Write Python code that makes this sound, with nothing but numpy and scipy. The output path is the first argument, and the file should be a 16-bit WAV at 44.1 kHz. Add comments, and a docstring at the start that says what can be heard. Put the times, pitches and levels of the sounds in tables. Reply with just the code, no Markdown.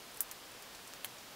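"""Beside a whiteboard in a quiet room, a plastic marker pen is handled: a few sharp, bright clicks, faint
ticks and rubs, and a low thud as the hand lands on the board, over steady room and microphone hiss.
A click is a filtered impulse plus struck barrel modes, with discrete echoes and a quick spray of decaying
noise for reflections from desk and board. Rubs are random slips in a resonance, the thud is one slow mode,
the hiss is shaped noise, mostly common to both channels."""
import sys
import numpy as np
from scipy import signal
from scipy.fft import rfft, irfft
from scipy.io import wavfile
from scipy.ndimage import uniform_filter1d

SR = 44100
rng = np.random.default_rng(int(sys.argv[2]) if len(sys.argv) > 2 else 0)


def inscribe(sig):
    """Save sig as 16-bit PCM at rate SR to the path in sys.argv[1].

    A 1-D sig is mono; a 2-D sig holds one channel per row.
    Samples are clipped to [-1, 1] before scaling.
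    """
    pcm = np.round(np.clip(np.atleast_2d(sig).T, -1, 1) * 32767)
    wavfile.write(sys.argv[1], SR, pcm.astype(np.int16))


def rack_gain(trim_db):
    """Turn a fader trim in dB into the linear factor to multiply a signal by."""
    fader = np.asarray(trim_db, float)
    return 10 ** (fader / 20)


N = 59535
EVENT_SAMPLES = 4096  # length of one click or rub


def rms_one(x):
    """Scale to unit rms."""
    return x / np.sqrt(np.mean(x ** 2) + 1e-20)


def colour(x, points):
    """Filter by a gain curve of (Hz, dB) points, interpolated over log frequency."""
    hz = np.maximum(np.arange(len(x) // 2 + 1) * SR / len(x), 1)
    point_hz, point_db = np.array(points).T
    gain_db = np.interp(np.log(hz), np.log(point_hz), point_db)
    return irfft(rfft(x) * rack_gain(gain_db), len(x))


def high_pass(x, cut_hz):
    """Third-order Butterworth low cut."""
    return signal.sosfilt(signal.butter(3, cut_hz, "high", fs=SR, output="sos"), x)


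def ring(hz, t60_s, t):
    """A struck mode: a sine that decays exponentially."""
    return np.sin(2 * np.pi * hz * t) * rack_gain(-60 * t / t60_s)


def rise(t, rise_s):
    """Exponential approach to 1, as of energy building up."""
    return 1 - np.exp(-t / rise_s)


def wide(hz, q, length):
    """An inverted impulse passed twice through a wide resonance; absolute peak 1."""
    b, a = signal.iirpeak(min(hz, SR * 0.4), q, fs=SR)
    once = signal.lfilter(b, a, np.arange(length) == 0)
    twice = signal.lfilter(b, a, once)
    return -twice / np.abs(twice).max()


def snap(hz):
    """A bright crack less a dull, broad body of opposite sign."""
    body_hz, body_db = 1460, -21
    crack = wide(hz, 1.98, EVENT_SAMPLES)
    return crack - rack_gain(body_db) * wide(body_hz, 0.75, EVENT_SAMPLES)


def barrel_knock(t):
    """The hollow barrel as a sum of struck modes."""
    # Each row: frequency in Hz, level in dB, t60 in seconds.
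    barrel_modes = [(920, -27, .006), (1270, -30, 0.0067), (1930, -1, 0.0018), (2660, -7, 0.008),
                    (3180, -2.5, 0.0057), (4150, -6, 0.0059), (4880, -18, 0.04), (10900, 4.5, 0.0018),
                    (14800, 10, 0.0014)]
    return sum(rack_gain(db) * ring(hz, t60_s, t) for hz, db, t60_s in barrel_modes)


def echo_taps():
    """Nearest surfaces as delayed impulses."""
    # Each row: delay in seconds, level in dB over the spray setting.
    surfaces = [(.0006, 5), (.0013, 7), (.0016, 11), (.0023, 13), (.0038, 11), (.0070, 4), (.0098, 3),
                (.0119, 3)]
    taps = np.zeros(EVENT_SAMPLES)
    for delay_s, db in surfaces:
        taps[int(delay_s * SR)] = rack_gain(db)
    return taps


def spray(t, tilt_db):
    """Dense reflections as slightly lumpy, shaped noise that dies away."""
    # Each row: frequency in Hz, relative spectral level in dB.
    spray_spectrum = [(1000, -31.5), (2000, -16.5), (4500, -18), (6500, -9), (9000, -5.5), (12000, 1),
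                      (14300, 0), (15500, -2), (16500, -22)]
    lump_s, lump_rms_db, t60_s, rise_s = 0.0007, 3.0, 0.064, 0.00019
    fine, coarse = rng.standard_normal((2, len(t)))
    slow = rms_one(uniform_filter1d(coarse, size=int(lump_s * SR)))
    lumpy = fine * rack_gain(lump_rms_db * slow)
    tilted = [(hz, db + tilt_db * np.log2(hz)) for hz, db in spray_spectrum]
    return rms_one(colour(lumpy, tilted)) * rack_gain(-60 * t / t60_s) * rise(t, rise_s)


def pen():
    """Each click: snap and barrel knock direct, then echoes of the nearest surfaces and the spray."""
    # Each row: start in seconds, snap level in dB, snap centre in Hz, hollow knock level in dB,
    # spray level in dB (sets the echoes too), spray tilt in dB per octave.
    clicks = [(0.1442, -42, 8500, -70, -58, -8), (0.1614, -44, 13000, -80, -62, -4),
              (0.1690, -38, 12500, -80, -60, -4), (0.1724, -35, 8800, -70, -62, -4),
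              (0.1735, -34, 9000, -67, -53, -3), (0.2060, -13, 9300, -52, -28.5, 2),
              (0.3131, -32, 6400, -50, -42.5, -4), (0.3178, -46, 2900, -52, -60, -13),
              (0.3192, -45, 4400, -47.5, -54, -13), (0.6237, -37, 8600, -60, -50, -8),
              (0.9368, -33.5, 6300, -46.5, -57, -8), (0.9430, -41, 8000, -70, -62, -6),
              (1.0459, -41, 5300, -36, -50, -6.5), (1.0462, -41, 5300, -29, -38, -6.5),
              (1.0516, -30.5, 10000, -52, -50, -4)]
    echo_cut_hz = 14000  # hard surfaces return the treble
    echo_hz_ratio, echo_q = 1.65, 2.3  # the echoed snap sits higher, up to the limit in wide()
    echo_db_per_tilt_db = 1.1  # duller clicks give weaker sharp echoes
    low_cut_hz = 580  # the pen is too small to radiate bass
    t = np.arange(EVENT_SAMPLES) / SR
    out = np.zeros(N + EVENT_SAMPLES)
    knock = barrel_knock(t)
    bright_knock = high_pass(knock, echo_cut_hz)
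    taps = echo_taps()
    for start_s, snap_db, snap_hz, knock_db, spray_db, tilt_db in clicks:
        direct = rack_gain(snap_db) * snap(snap_hz) + rack_gain(knock_db) * knock
        bright_snap = wide(echo_hz_ratio * snap_hz, echo_q, EVENT_SAMPLES)
        bounced = rack_gain(snap_db) * bright_snap + rack_gain(knock_db) * bright_knock
        echoes = signal.fftconvolve(bounced / np.abs(bounced).max(), taps)[:EVENT_SAMPLES]
        reflections = rack_gain(echo_db_per_tilt_db * tilt_db) * echoes + spray(t, tilt_db)
        i = int(start_s * SR)
        out[i:i + EVENT_SAMPLES] += direct + rack_gain(spray_db) * reflections
    return high_pass(out[:N], low_cut_hz)


def scrapes():
    """The pen rubs in the fingers: dying runs of tiny random slips in one broad resonance."""
    # Each row: start in seconds, t60 in seconds, rms in dB before rise and decay, centre in Hz,
    # Q of one resonance pass (raised to at least 0.7 below).
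    rubs = [(0.116, 0.022, -48, 8500, 3.0), (0.1428, 0.039, -50, 8700, 2.7), (0.291, 0.034, -52, 8000, 1.2),
            (0.516, 0.029, -50, 9800, 3.0), (0.7473, 0.086, -49.5, 4850, 0.45),
            (0.8724, 0.044, -43, 8650, 1.5), (1.1835, 0.043, -48, 5600, 1.7)]
    slips_per_s, rise_s = 7000, 0.0012
    t = np.arange(EVENT_SAMPLES) / SR
    out = np.zeros(N + EVENT_SAMPLES)
    for start_s, t60_s, db, hz, q in rubs:
        chance, sizes = rng.random(EVENT_SAMPLES), rng.standard_normal(EVENT_SAMPLES)
        impulses = sizes * (chance < slips_per_s / SR)
        slips = signal.fftconvolve(impulses, wide(hz, max(q, 0.7), EVENT_SAMPLES))[:EVENT_SAMPLES]
        i = int(start_s * SR)
        out[i:i + EVENT_SAMPLES] += rack_gain(db - 60 * t / t60_s) * rise(t, rise_s) * rms_one(slips)
    return out[:N]


def thud():
    """The hand lands on the board, whose lowest mode swells and dies."""
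    start_s, hz, db, t60_s, rise_s = 1.043, 106, -56.5, 0.34, 0.0084
    t = np.maximum(np.arange(N) / SR - start_s, 0)
    return rack_gain(db) * ring(hz, t60_s, t) * rise(t, rise_s)


def hiss():
    """Room air and microphone noise: a common part, and a weaker part opposite in the two channels."""
    # Each row: frequency in Hz, relative spectral level in dB.
    common_spectrum = [(15, -18), (30, -6), (70, -11), (105, -6), (200, -5), (480, -3), (800, -3),
                       (1300, -4.5), (2200, -7), (3200, -6.5), (5000, -8.5), (7000, -12.5), (10000, -15),
                       (15700, -16.5), (15900, -50)]
    # Each row: frequency in Hz, relative spectral level in dB.
    side_spectrum = [(15, -34), (30, 0), (120, -8), (500, -8), (1000, -14.5), (2300, -13), (4000, -14.5),
                     (8000, -13.5), (15700, -14), (15900, -48)]
    common_rms_db, side_rms_db = -52, -68
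    mid = rack_gain(common_rms_db) * rms_one(colour(rng.standard_normal(N), common_spectrum))
    side = rack_gain(side_rms_db) * rms_one(colour(rng.standard_normal(N), side_spectrum))
    return np.array([mid + side, mid - side])


def scene():
    """Pen and hand in the middle, hiss around."""
    return pen() + scrapes() + thud() + hiss()


def low_pass(x):
    """Removes everything above the highest recorded frequency."""
    return signal.sosfilt(signal.butter(12, 16880, fs=SR, output="sos"), x)


def record(dry):
    """Cut the top of the treble in each channel."""
    # Each row: frequency in Hz, gain in dB.
    treble_edge = [(15700, -0.19), (16000, -14), (16550, -11), (16900, -47)]
    # one zero appended: even length for the FFT
    mix = np.array([colour(np.append(channel, 0), treble_edge)[:N] for channel in dry])
    return low_pass(mix)


dry = scene()
out = record(dry)
inscribe(out)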